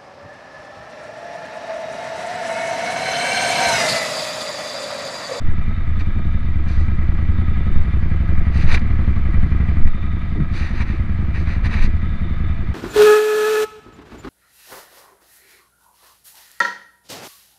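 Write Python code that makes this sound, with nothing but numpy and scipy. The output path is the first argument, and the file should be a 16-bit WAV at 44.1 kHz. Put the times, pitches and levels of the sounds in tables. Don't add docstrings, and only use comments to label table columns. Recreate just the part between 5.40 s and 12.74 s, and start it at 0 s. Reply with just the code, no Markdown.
import sys
import numpy as np
from scipy import signal
from scipy.fft import rfft, irfft
from scipy.io import wavfile
from scipy.ndimage import uniform_filter1d, map_coordinates

SR = 44100
rng = np.random.default_rng(int(sys.argv[2]) if len(sys.argv) > 2 else 0)


def dump_mix(stems):
    frames = np.atleast_2d(stems).T
    limited = np.clip(frames, -1, 1)
    pcm = np.round(limited * 32767).astype(np.int16)
    wavfile.write(sys.argv[1], SR, pcm)


N = 323694
TIME = np.arange(N) / SR
FREQ = np.arange(N // 2 + 1) * SR / N

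# t/s, rate/Hz
ENGINE_SPEED = [(0.0, 10.22), (0.25, 10.42), (0.5, 9.89), (0.75, 11.09), (0.92, 10.81), (1.1, 8.89),
                (1.97, 10.29), (2.18, 10.86), (2.66, 11.31), (3.26, 11.39), (3.57, 11.69), (3.82, 11.14),
                (4.35, 12.05), (4.55, 10.7), (5.71, 10.2), (5.8, 10.66), (6.53, 10.79), (7.34, 10.51)]
# f/Hz, width/Hz, level/dB
CASE_RINGS = [(536, 61, -5), (682, 68, -1.5), (1193, 140, -1.5), (1280, 32, -2), (1667, 100, 2),
              (1922, 41, 5.5), (2018, 120, 2.5), (2204, 240, -2.5), (2367, 54, 3.5), (2630, 26, -7.5),
              (2800, 13, -12.5), (3020, 51, -11.5), (3230, 490, -19), (4105, 220, -17.5), (4290, 130, -20),
              (4710, 320, -19)]
# f/Hz, level/dB
CLATTER_TONE = [(250, -12), (400, 0.5), (560, -1.5), (900, 2.5), (1500, 3), (2300, -4), (2750, -9),
                (3800, -15), (4600, -27), (5400, -25), (6300, -24.5), (7200, -30), (9500, -31.5),
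                (14000, -39.5)]
# f/Hz, width/Hz, level/dB
HOUSING_RINGS = [(926, 210, -4), (1870, 110, 7), (2354, 87, 3), (3900, 61, -12), (4580, 690, -12.5),
                 (6060, 590, -9), (7300, 1100, -23.5), (9000, 480, -17)]
# f/Hz, level/dB
RATTLE_TONE = [(300, 0), (900, -7), (1500, 1.5), (2600, 2.5), (3250, -11), (3850, -0.5), (4800, -8.5),
               (5400, -21), (6400, -40), (7800, -45.5), (10300, -31), (11500, -49.5), (15000, -44.5)]


def undb(db):
    return 10 ** (np.asarray(db) / 20)


def curve(rows):
    times, values = np.transpose(rows)
    return np.interp(TIME, times, values)


def unit(x):
    return x / np.sqrt(np.mean(x ** 2))


def noise():
    return rng.standard_normal(N)


def wander(rate):
    size = int(SR / rate)
    steps = np.repeat(rng.standard_normal(N // size + 1), size)
    return unit(uniform_filter1d(steps, size)[:N])


def tone(points):
    hz, db = np.transpose(points)
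    return undb(np.interp(np.log(FREQ + 1), np.log(hz), db))


def resonance(hz, width):
    return 1j * FREQ * width / (hz ** 2 - FREQ ** 2 + 1j * FREQ * width)


def peaks(rings):
    return sum(undb(db) * abs(resonance(hz, width)) ** 2 for hz, width, db in rings)


def shape(x, response):
    return unit(irfft(rfft(x) * response, N))


def ring_after(gain):
    cepstrum = irfft(np.log(gain + 1e-9), N)
    forward_only = np.r_[1, np.full(N // 2, 2), np.zeros(N - N // 2 - 1)]
    return np.exp(rfft(cepstrum * forward_only))


def strike(age, rise_s, t60):
    age = np.clip(age, 0, 2 * t60)
    return (1 - np.exp(-age / rise_s)) * np.exp(-np.log(1000) * age / t60)


def swell(start, length, attack_s, release_s):
    age = np.maximum(TIME - start, 0)
    release = np.exp(-np.clip((age - length) / release_s, 0, 20))
    return (1 - np.exp(-age / attack_s)) * release


def hump(peak, rise_s, fall_s):
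    age = TIME - peak
    width = np.where(age < 0, rise_s, fall_s)
    return np.exp(-np.minimum((age / width) ** 2, 20))


def effort(idle_db, per_load, per_hz, idle_hz=10.5):
    # t/s, level above idle/dB
    load = [(0, 1.5), (1.1, -2), (1.28, 3), (2.5, 3.5), (3.0, 4), (4.33, 5), (4.52, -3), (5.6, 2.5),
            (6.3, 1.5), (7.34, 0)]
    return undb(idle_db + per_load * curve(load) + per_hz * (curve(ENGINE_SPEED) - idle_hz))


def uneven_idle(phase, weak_db=-12, throttle_opens_s=1.05, throttle_shuts_s=4.4):
    stumbles = [0.28, 0.95, 5.69, 6.16]
    weak = (np.floor(phase) + np.searchsorted(stumbles, TIME)) % 2 == 0
    idling = (TIME < throttle_opens_s) | (TIME > throttle_shuts_s)
    return undb(weak_db * uniform_filter1d(1. * (weak & idling), size=400))


def pulses(phase, offset, jitter_s, scatter_db=1.0):
    cycles = np.arange(int(phase[-1]) + 1) + offset
    lateness, strength = rng.standard_normal((len(cycles), 2)).T
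    times = np.interp(cycles, phase, TIME) + jitter_s * lateness
    inside = (cycles > phase[0]) & (times > 0) & (times < TIME[-1] - .02)
    return np.bincount((times[inside] * SR).astype(int), undb(scatter_db * strength)[inside], N)


def pipe(puffs, rings, soft_hz):
    ringing = sum(undb(db) * resonance(hz, width) for hz, width, db in rings)
    return shape(puffs, ringing / (1 + 1j * FREQ / soft_hz) ** 2)


def exhaust(phase, echo_s=0.01455, echo_gain=0.53):
    # f/Hz, width/Hz, level/dB
    boom_rings = [(71.06, 14.1, 21.5), (79, 4.5, 1), (114, 12, -14.5)]
    first_rings = [(158.9, 3.5, 1), (202.7, 24, -2), (227.8, 4.4, 2), (315, 19, -17)]
    second_rings = [(168.1, 7.2, 6.5), (226, 39, -14), (317.3, 52, -6.5)]
    boom_gain = effort(idle_db=-21, per_load=0.54, per_hz=0)
    bark_gain = effort(idle_db=-32.5, per_load=0.18, per_hz=1.4)
    burn = uneven_idle(phase)
    first = pulses(phase, 0, jitter_s=0.0003, scatter_db=0.9)
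    second = pulses(phase, 3 / 8, jitter_s=0.0006)
    suction = undb(-10) * pulses(phase, 0.635, jitter_s=0.0004)
    boom_share = undb(-3) * (boom_gain / boom_gain.mean()) ** 0.26 * burn ** 0.29
    bark_share = undb(-8) * (bark_gain / bark_gain.mean()) ** 0.11
    boom = pipe(-first - boom_share * second - suction, boom_rings, soft_hz=99)
    echo = echo_gain * np.interp(TIME - echo_s, TIME, first)
    first_bark = pipe(first + echo, first_rings, soft_hz=255)
    second_bark = pipe(second * burn, second_rings, soft_hz=420)
    return boom * boom_gain + unit(first_bark + bark_share * second_bark) * bark_gain


def intake(phase, open_at=0.52, half_open=0.13):
    # f/Hz, width/Hz, level/dB
    airbox = [(322, 43, 0)]
    # t/s, level/dB
    gulp_levels = [(0, -48.5), (1.3, -49.5), (2.3, -44.5), (4.3, -49), (5.3, -42), (7.34, -42)]
    valve = np.exp(-((phase % 1 - open_at) / half_open) ** 2)
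    rush = unit(valve * shape(noise(), abs(resonance(hz=320, width=100)) ** 2))
    ring = shape(pulses(phase, open_at, jitter_s=0.00096), peaks(airbox))
    gain = uneven_idle(phase) * undb(curve(gulp_levels) + wander(5.2))
    return unit(ring + undb(-3) * rush) * gain


def gear_clatter(phase, throb=0.054, swell_db=1.5):
    teeth = noise() * undb(wander(350)) * (1 + throb * np.cos(2 * np.pi * phase))
    rings = np.zeros(N)
    for hz, width, db in CASE_RINGS:
        gain = undb(db + swell_db * wander(16)) * np.sqrt(width)
        rings += gain * shape(teeth, abs(resonance(hz, width)) ** 2)
    metal = unit(unit(rings) + undb(0.5) * shape(teeth, tone(CLATTER_TONE)))
    return metal * effort(idle_db=-42.5, per_load=0.22, per_hz=0.58)


def engine_knocks(phase, pivot_hz=1300):
    # place in the cycle/cycles, idle level/dB, change with load/(dB/dB), tilt/(dB/octave), fade/s
    knocks = [(0.945, -55.5, 2.5, -3.5, 0.079), (0.26, -50, 0.16, -5, 0.058),
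              (0.58, -57.5, 1.35, -3, 0.052), (0.817, -53.5, -0.34, -1, 0.058)]
    case = peaks(CASE_RINGS) + undb(-8) * tone(CLATTER_TONE)
    octaves = np.log2(np.maximum(FREQ, pivot_hz / 4) / pivot_hz)
    out = np.zeros(N)
    for offset, db, per_load, tilt_db, t60 in knocks:
        blows = pulses(phase, offset, jitter_s=0.00021, scatter_db=0.8)
        one_blow = strike(TIME[:SR // 4], rise_s=0.008, t60=t60)
        chatter = noise() * signal.fftconvolve(blows, one_blow)[:N]
        body = ring_after(case * undb(tilt_db * octaves))
        out += shape(chatter, body) * effort(db, per_load, per_hz=0)
    return out


def brake_whine(rest_db=-62.5, flutter_db=1.4, drift=0.005):
    # f/Hz, width/Hz, level/dB
    high_rings = [(2930, 50, -3), (3582, 160, 1), (3760, 170, -6.5)]
    low_rings = [(1272, 78, 0), (668, 33, -5.5)]
    # start t/s, length/s, level/dB
    spells = [(0.0, 0.55, -59.5), (0.547, 0.32, -59.5), (1.865, 0.4, -56), (4.43, 0.3, -55),
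              (6.576, 0.52, -55.5)]
    rub = sum(undb(db) * swell(t, length, attack_s=0.043, release_s=0.29) for t, length, db in spells)
    rub = np.hypot(rub, undb(rest_db))
    high = shape(noise(), peaks(high_rings)) * rub * undb(flutter_db * wander(30))
    low = shape(noise(), peaks(low_rings)) * undb(-49) * (rub / rub.mean()) ** 0.45
    position = np.cumsum(1 + drift * wander(12))
    return map_coordinates(high + low, [position], mode="mirror")


def road(rough_ends_s=4.19, settle_s=0.24, rough_db=-16, smooth_db=-20):
    # f/Hz, level/dB
    tyre_tone = [(20, -8), (38, 1), (50, -7), (80, 6.5), (130, -4.5), (200, -8.5), (270, -17), (340, -19),
                 (430, -41), (700, -46), (3000, -94.5)]
    rumble = shape(noise(), tone(tyre_tone)) * undb(1.1 * wander(10))
    rumble *= effort(idle_db=-26, per_load=0.24, per_hz=0.4)
    swing = signal.hilbert(shape(noise(), resonance(hz=12, width=9) ** 2))
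    sway = unit(swing.real / np.sqrt(abs(swing) ** 2 + 0.18))
    sway_db = np.interp(TIME, [rough_ends_s, rough_ends_s + settle_s], [rough_db, smooth_db])
    return rumble + sway * undb(sway_db)


def lurches(swing_cycles=0.79, lag_cycles=0.23):
    # crest t/s, level/dB, f/Hz
    swings = [(0.062, -6.5, 9.5), (1.366, -9.5, 11), (2.372, -5.5, 8.7), (2.935, -4.5, 11.3),
              (3.29, -3.5, 11.4), (3.985, -3.5, 12), (4.437, -1.5, 12.1), (6.414, -2, 17.5)]
    out = np.zeros(N)
    for crest, db, hz in swings:
        strength = hump(crest + lag_cycles / hz, swing_cycles / hz, swing_cycles / hz)
        out += undb(db) * np.cos(2 * np.pi * hz * (TIME - crest)) * strength
    return out


def housing_scrapes(split_hz=3000, flex=0.012):
    # peak t/s, rise/s, fall/s, treble level/dB, low part above the treble/dB
    scrapes = [(0.605, 0.011, 0.016, -48.5, 11.5), (1.29, 0.016, 0.085, -50, 4),
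               (1.41, 0.074, 0.056, -55.5, 0), (3.172, 0.037, 0.042, -46.5, 9.5),
               (3.215, 0.033, 0.04, -45, 10), (3.305, 0.034, 0.02, -43, 14.5),
               (3.328, 0.013, 0.0092, -33, 9.5), (3.347, 0.011, 0.015, -31.5, 8.5),
               (3.376, 0.0059, 0.0067, -48, 23), (3.394, 0.004, 0.005, -48, 0),
               (5.177, 0.039, 0.03, -43, 7), (5.22, 0.027, 0.1, -48, 13), (5.38, 0.049, 0.033, -52, 15),
               (5.42, 0.027, 0.017, -46, 16), (5.49, 0.039, 0.084, -55.5, 17),
               (5.96, 0.017, 0.03, -53.5, 19.5), (5.995, 0.028, 0.04, -51, 7),
               (6.1, 0.032, 0.069, -51.5, 16.5), (6.259, 0.017, 0.017, -42, 14),
               (6.338, 0.038, 0.041, -45.5, 16), (6.39, 0.031, 0.055, -49, 17),
               (6.445, 0.027, 0.022, -40.5, 8)]
    contacts = noise() * undb(1.5 * wander(900) + .5 * wander(57))
    body = tone(RATTLE_TONE) + peaks(HOUSING_RINGS)
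    low_share = 1 / (1 + (FREQ / split_hz) ** 6)
    bending = [np.cumsum(1 + flex * wander(25))]
    low = map_coordinates(shape(contacts, body * low_share), bending, mode="mirror")
    high = map_coordinates(shape(contacts, body * (1 - low_share)), bending, mode="mirror")
    low_power, high_power = np.zeros(N), np.zeros(N)
    for peak, rise_s, fall_s, db, low_db in scrapes:
        power = (undb(db) * hump(peak, rise_s, fall_s)) ** 2
        high_power += power
        low_power += power * undb(low_db) ** 2
    return high * np.sqrt(high_power) + low * np.sqrt(low_power)


def frame_thuds(contact_s=0.001):
    # t/s, level/dB,
    # f/Hz, fade/s
    thuds = [(0.616, -25.5, 304, 0.08), (2.8903, -15.5, 1700, 0.0069), (3.235, -8.5, 142, 0.088),
             (4.957, -29, 417, 0.078), (4.978, -22, 312, 0.13), (4.988, -10.5, 150, 0.039),
             (5.002, -7, 171, 0.11), (5.0025, -17, 1400, 0.0055), (5.022, -6.5, 152, 0.044),
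             (5.827, -11, 109, 0.064), (6.244, -8.5, 88, 0.064)]
    out = np.zeros(N)
    for start, db, hz, t60 in thuds:
        age = TIME - start
        out += undb(db) * np.sin(2 * np.pi * hz * age) * strike(age, contact_s, t60)
    return out


def wind():
    # peak t/s, half-length/s, level/dB
    gusts = [(1.368, 0.089, -33), (1.7, 0.22, -24.5), (2.379, 0.2, -23), (3.94, 0.15, -20),
             (6.235, 0.017, -10), (6.464, 0.045, -13.5)]
    strength = sum(undb(db) * hump(peak, half_s, half_s) for peak, half_s, db in gusts)
    return strength * shape(noise(), abs(resonance(hz=36, width=28)) ** 2)


def housing_clacks(rise_s=0.0013, dull_hz=2200):
    # t/s, level/dB, fade/s
    clacks = [(3.339, -24.5, 0.038), (4.474, -29, 0.042), (6.245, -30.5, 0.043)]
    blows = sum(undb(db) * strike(TIME - start, rise_s, t60) for start, db, t60 in clacks)
    body = peaks(HOUSING_RINGS) + tone(RATTLE_TONE)
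    return blows * shape(noise(), body / (1 + (FREQ / dull_hz) ** 2))


def jolt():
    return undb(-4.5) * hump(peak=4.4495, rise_s=0.012, fall_s=0.0085)


def scene():
    phase = 0.124 + np.cumsum(curve(ENGINE_SPEED)) / SR
    engine = exhaust(phase) + intake(phase) + gear_clatter(phase) + engine_knocks(phase) + brake_whine()
    ride = road() + lurches() + wind() + jolt()
    bumps = housing_scrapes() + frame_thuds() + housing_clacks()
    return (engine + ride + bumps)[None]


def record(dry, hardness=18, top_hz=15000, fade_s=0.008):
    flattened = dry / (1 + abs(dry) ** hardness) ** (1 / hardness)
    fade = np.minimum(np.minimum(TIME, TIME[-1] - TIME) / fade_s, 1)
    treble_cut = signal.ellip(8, .2, 70, top_hz, fs=SR, output="sos")
    return signal.sosfilt(treble_cut, fade * flattened)


dry = scene()
out = record(dry)
dump_mix(out)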